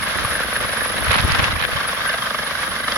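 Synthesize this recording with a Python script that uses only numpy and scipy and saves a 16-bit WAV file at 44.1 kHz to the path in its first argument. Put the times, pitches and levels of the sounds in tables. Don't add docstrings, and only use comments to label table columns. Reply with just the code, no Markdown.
import sys
import numpy as np
from scipy import signal
from scipy.fft import rfft, irfft
from scipy.io import wavfile
from scipy.ndimage import uniform_filter1d

SR = 44100
rng = np.random.default_rng(int(sys.argv[2]) if len(sys.argv) > 2 else 0)


def dump(signal):
    limited = np.clip(np.atleast_2d(signal).T, -1, 1)
    pcm = np.round(limited * 32767).astype(np.int16)
    wavfile.write(sys.argv[1], SR, pcm)


N = 130977
T = np.arange(N) / SR
BLADES_PER_S, FIRST_BLADE_S = 24.2, .034
PAN_LEFT = np.array([[.5], [-.5]])

# time in seconds, roar, swish and knock levels in dB, blade lag in ms.
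ROTOR_RIDE = [(0, -25, -25.5, -41.5, -2.5), (.3, -25, -34, -36, -2), (.6, -26, -30, -35.5, -2.5),
              (.9, -25.5, -29.5, -34.5, -1), (1.2, -24, -29.5, -36, 3), (1.5, -25, -25.5, -51, 2),
              (1.655, -30.5, -29, -35.5, 0), (1.672, -30.5, -21, -42, 2.2), (1.69, -25, -34, -33.5, 3),
              (1.8, -26, -25.5, -46, 1.2), (1.95, -26.5, -30, -40, -1.5), (2.08, -24, -25, -36.5, 0),
              (2.2, -27.5, -25.5, -40, 3.5), (2.4, -26.5, -27, -38, 3), (2.6, -26, -29.5, -45, 1.5),
              (2.8, -27.5, -28, -41.5, -0.04), (2.97, -24.5, -23.5, -38.5, -2)]
# centre in Hz, width in Hz, relative level in dB.
SWISH_BANDS = [(583, 115, -12), (1159, 140, -1), (1631, 167, -0.5), (2113, 106, -5), (3067, 150, -6.5),
               (3600, 200, -8), (4660, 1000, -9.5), (6700, 3100, -29.5)]
# pitch in Hz, width in Hz, relative dB.
THUMP_MODES = [(60.7, 22, -3.5), (112, 85, -3), (218.6, 44, 0.5), (503, 48, -2), (571, 173, 6.5)]
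# start in seconds, level in dB, ring pitch in Hz.
SLAP_HITS = [(0.0715, -15.5, 1650), (.186, -13, 1740), (0.2486, -9, 1160), (.3112, -18, 1700),
             (0.3529, -13, 1690), (0.392, -14, 1630), (.4055, -15.5, 1390), (.4339, -13, 1560),
             (0.556, -17, 1680), (0.5632, -10.5, 1630), (0.8076, -15, 1720), (0.848, -15, 1650),
             (1.6357, -12.5, 1700), (1.802, -15, 1410), (1.8874, -16, 1180), (2.0054, -15, 1220),
             (2.2643, -19, 1740), (2.3044, -16, 1200), (2.3456, -13.5, 1170), (2.3864, -18, 1770),
             (2.4645, -16, 1670), (2.5092, -19.5, 1140), (2.5518, -16, 1560), (2.881, -10, 1240)]
# centre in seconds, level in dB, pitch in Hz, right port's lag in cycles.
BUFFET_HITS = [(.255, -18.5, 99, 0.15), (1.082, -16, 77.4, -0.31), (1.1, -11.5, 81, -.03),
               (1.137, -21, 82, 0.32), (1.182, -21.5, 107, 0.47), (1.202, -13, 112, -0.23),
               (1.226, -18, 107, -0.043), (1.245, -13.5, 73, 0.05), (1.285, -19, 150, -0.14),
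               (1.304, -15, 118, -0.2), (1.328, -13, 81, 0.33), (1.357, -18, 118, 0.28),
               (1.395, -11.5, 88, 0.42), (1.433, -17.5, 92, -.04), (1.504, -18, 80, 0.16),
               (1.538, -18.5, 68, 0.085), (1.562, -19, 66, -0.11), (1.622, -20, 115, 0.29),
               (1.732, -20.5, 90, 0.57), (1.759, -18.5, 112, -0.21)]
# start in seconds, peak in dB before panning.
SNAP_HITS = [(1.048, -16), (1.1178, -9), (1.1416, -12), (1.1475, -9), (1.164, -13), (1.1855, -9),
             (1.1965, -13), (1.2054, -8.5), (1.3205, -6), (1.349, -11), (1.3883, -15), (1.3952, -17),
             (1.442, -7.5), (1.5953, -13.5), (1.6138, -8), (2.9219, -11)]
# time in seconds, pitch in Hz.
WHISTLE_PITCH = [(0, 10740), (.85, 10780), (1.5, 10740), (2.1, 10660), (2.7, 10580), (2.97, 10590)]

# time in seconds, level in dB.
THROB_RIDE = [(0, -42), (2.1, -46.5), (2.5, -44.5), (2.97, -37)]
RING_RIDE = [(0, -36.5), (1.95, -40), (2.07, -22.5), (2.14, -27.5), (2.2, -40), (2.97, -41)]
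WIND_RIDE = [(0.0, -36), (0.95, -36.5), (1.37, -25), (1.8, -36), (1.96, -46)]
CRACKLE_RIDE = [(0, -35), (.9, -30), (1.04, -26), (1.09, -22), (1.145, -14.5), (1.17, -17.5), (1.2, -18.5),
                (1.24, -38), (1.29, -25), (1.325, -16.5), (1.337, -23), (1.348, -13.5), (1.37, -31),
                (1.395, -12), (1.415, -23.5), (1.45, -15.5), (1.475, -25), (1.58, -28.5), (1.61, -20.5),
                (1.655, -22), (1.672, -49), (1.72, -26.5), (2.97, -49)]
WHISTLE_RIDE = [(0, -35), (0.2, -37.5), (0.34, -28), (0.39, -37.5), (.81, -31.5), (1.0, -38), (1.12, -30.5),
                (1.49, -41.5), (1.85, -43), (1.9, -32), (1.94, -41), (2.04, -45), (2.075, -27), (2.11, -41),
                (2.52, -42), (2.65, -33), (2.75, -37.5), (2.97, -37.5)]

# frequency in Hz, relative level in dB.
SLAP_EQ = [(500, -9), (1150, 3.5), (1600, -6), (2200, 2), (3600, -9), (6000, -20), (16000, -60)]
ROAR_EQ = [(18, -40), (30, -11), (59, -14.5), (147, -9.5), (206, -11), (334, -17.5), (415, -17.5),
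           (527, -8), (814, -11.5), (1140, -4), (1380, -4), (1640, -2.5), (2130, -8), (2410, -11),
           (3620, -10), (4190, -14.5), (5200, -15.5), (7650, -31), (9500, -38.5), (12400, -70)]
WIND_EQ = [(18, -37), (30, -25), (55, 0), (105, -8.5), (200, -7), (400, -14.5), (1000, -26.5), (16000, -92)]
CRACKLE_EQ = [(200, -53), (500, -7), (1160, -1.5), (1720, 2), (2010, 0), (4080, -9.5), (6000, -30),
              (9000, -52)]
HISS_EQ = [(8000, -9), (9700, -4), (12000, 4), (16500, -5.5)]

# frequency in Hz, likeness from 0 to 1.
PORT_LIKENESS = [(60, 1), (400, 1), (700, 0.81), (1200, 0.47), (1700, 0.5), (2100, 0.64), (2400, 0.24),
                 (2900, 0.36), (4500, 0.29), (7000, 0.066), (9000, .03), (10600, 0.19), (12000, 0.1)]
# frequency in Hz, right port's lead in radians.
RIGHT_LEAD = [(1900, 0.079), (2900, 2.94), (7000, 5), (9500, 0.31)]


def amp(db):
    return 10 ** (np.asarray(db) / 20)


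def unit_rms(x):
    return x / np.sqrt(np.mean(x ** 2) + 1e-20)


def ride(table, column=1):
    rows = np.array(table)
    return np.interp(T, rows[:, 0], rows[:, column])


def at_hz(points, hz):
    freqs, values = np.transpose(points)
    return np.interp(np.log(hz + 1), np.log(freqs + 1), values, left=values[0] - 40)


def equalise(x, eq):
    gain = amp(at_hz(eq, np.fft.rfftfreq(N, 1 / SR)))
    return unit_rms(irfft(rfft(x) * gain, N))


def port_noise(likeness=None):
    left, separate = rfft(rng.standard_normal((2, N)))
    hz = np.fft.rfftfreq(N, 1 / SR)
    if likeness is None:
        likeness = np.clip(at_hz(PORT_LIKENESS, hz + 60), -1, 1)
    lead = np.exp(1j * np.interp(hz, *np.transpose(RIGHT_LEAD)))
    right = likeness * lead * left + np.sqrt(1 - likeness ** 2) * separate
    return unit_rms(irfft(np.array([left, right]), N))


def wobble(span_s, channels=1):
    size = max(round(span_s * SR), 2)
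    noise = rng.standard_normal((channels, N))
    return unit_rms(uniform_filter1d(uniform_filter1d(noise, size), size))


def resonate(x, hz, width_hz):
    carrier = np.exp(2j * np.pi * np.cumsum(hz * np.ones(N)) / SR)
    for width in (width_hz, 2 * width_hz):
        pole = np.exp(-np.pi * width / SR)
        x = 2 * (carrier * signal.lfilter([1 - pole], [1, -pole], x / carrier)).real
    return unit_rms(x)


def blade_clicks(jitter_s, spread_db, early_s=0):
    due = FIRST_BLADE_S + np.arange(-1, 75) / BLADES_PER_S
    timing, strength = rng.standard_normal((len(due), 2)).T
    rows = np.array(ROTOR_RIDE)
    lag_s = np.interp(due, rows[:, 0], rows[:, 4]) / 1000
    times = due + lag_s + jitter_s * timing - early_s
    pad, clicks = SR // 10, np.zeros(N + SR)
    np.add.at(clicks, np.round(times * SR).astype(int) + pad, amp(spread_db * strength))
    return clicks, slice(pad, pad + N)


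def blade_swish():
    width_s, wander, grain_db = .0057, .046, 1.5
    t = np.arange(-1500, 1501) / SR
    swell = np.exp(-.5 * (t / width_s) ** 2)
    out = np.zeros((2, N))
    for hz, width_hz, db in SWISH_BANDS:
        clicks, heard = blade_clicks(jitter_s=.0015, spread_db=1.4, early_s=.0035)
        gate = signal.oaconvolve(clicks, swell, "same")[heard]
        centre_hz = hz * (1 + wander * wobble(.021)[0])
        air = gate * amp(grain_db * wobble(.0018)) * port_noise()
        out += amp(db) * resonate(air, centre_hz, width_hz)
    return amp(ride(ROTOR_RIDE, 2)) * unit_rms(out)


def blade_thump():
    clicks, heard = blade_clicks(jitter_s=.0001, spread_db=1)
    rings = [amp(db) * resonate(clicks[heard], hz, width_hz) for hz, width_hz, db in THUMP_MODES]
    throb = amp(ride(THROB_RIDE)) * unit_rms(sum(rings[:3]))
    knock = amp(ride(ROTOR_RIDE, 3)) * unit_rms(sum(rings[3:]))
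    return throb + knock


def blade_slaps():
    rise_s, fall_s, air_db = .00081, .0032, -9
    gate, rings, t = np.zeros(N), np.zeros(N), np.arange(1500) / SR
    envelope = np.minimum(t / rise_s, 1) * np.exp(-np.maximum(t - rise_s, 0) / fall_s)
    for start_s, db, hz in SLAP_HITS:
        at = round(start_s * SR)
        gate[at:at + len(t)] += amp(db + air_db) * envelope
        rings[at:at + len(t)] += amp(db) * envelope * np.sin(2 * np.pi * (hz * t + rng.random()))
    return rings + gate * equalise(port_noise(), SLAP_EQ)


def roar():
    body = amp(ride(ROTOR_RIDE, 1) + 1.43 * wobble(.027)) * equalise(port_noise(), ROAR_EQ)
    hiss = amp(-45 + 2 * wobble(.03, channels=2)) * equalise(port_noise(), HISS_EQ)
    return body + hiss


def roar_ring():
    return amp(ride(RING_RIDE)) * resonate(port_noise(), hz=1590, width_hz=130)


def wind_rumble():
    left_db, sway_db, lumps_db = .5, 7, 5.5
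    pan_db = (left_db + sway_db * wobble(.05)) * PAN_LEFT
    lumps = port_noise(likeness=-.18) * amp(lumps_db * wobble(.0085, channels=2))
    return amp(ride(WIND_RIDE) + pan_db) * equalise(lumps, WIND_EQ)


def wind_buffets():
    width_cycles = .37
    out, t = np.zeros((2, N)), np.arange(-2000, 2000) / SR
    for centre_s, db, hz, right_lag in BUFFET_HITS:
        cycles = hz * t + rng.random() - np.array([[0], [right_lag]])
        envelope = np.exp(-.5 * (t * hz / width_cycles) ** 2)
        at = round(centre_s * SR)
        out[:, at - 2000:at + 2000] += amp(db) * envelope * np.cos(2 * np.pi * cycles)
    return out


def wind_crackle():
    ticks_per_s, spread_db = 900, 4.5
    trigger, polarity, size = rng.random((3, 2, N))
    ticks = (trigger < ticks_per_s / SR) * np.sign(polarity - .5)
    ticks *= amp(-spread_db * np.log(size + .029))
    flutter = amp(3.03 * wobble(.0054, channels=2))
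    return amp(ride(CRACKLE_RIDE)) * equalise(ticks * flutter, CRACKLE_EQ)


def wind_snaps():
    rise_s, fall_s, band_hz, left_db = .0002, .001, (1000, 5200), -6.5
    out, t = np.zeros((2, N)), np.arange(400) / SR
    envelope = np.minimum(t / rise_s, 1) * np.exp(-t / fall_s)
    bandpass = signal.butter(4, band_hz, "band", fs=SR)
    for start_s, db in SNAP_HITS:
        noise = rng.standard_normal(len(t)) + 1.26 * rng.standard_normal((2, len(t)))
        burst = signal.lfilter(*bandpass, noise * envelope)
        at = round(start_s * SR)
        out[:, at:at + len(t)] += amp(db + left_db * PAN_LEFT) * burst / abs(burst).max()
    return out


def turbine_whistle():
    flicker_db, skirt_db, skirt_follows = 3, 1, .35
    hz, level_db = ride(WHISTLE_PITCH), ride(WHISTLE_RIDE)
    core = resonate(port_noise(), hz, width_hz=110)
    skirt = resonate(port_noise(), hz, width_hz=475)
    swing_db = level_db - level_db.mean() + flicker_db * wobble(.016)
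    return amp(level_db.mean()) * (core * amp(swing_db) + skirt * amp(skirt_db + skirt_follows * swing_db))


def scene():
    helicopter = roar() + roar_ring() + blade_swish() + blade_slaps() + blade_thump() + turbine_whistle()
    return helicopter + wind_rumble() + wind_buffets() + wind_crackle() + wind_snaps()


def record(dry):
    left_db, ceiling, cutoff_hz = -.6, .95, 15950
    drive = dry * amp(left_db * PAN_LEFT) / ceiling
    limited = ceiling * drive / (1 + drive ** 8) ** (1 / 8)
    lowpass = signal.firwin(1023, cutoff_hz, window=("kaiser", 11), fs=SR)
    return signal.oaconvolve(limited, lowpass[None], "same")


dry = scene()
out = record(dry)
dump(out)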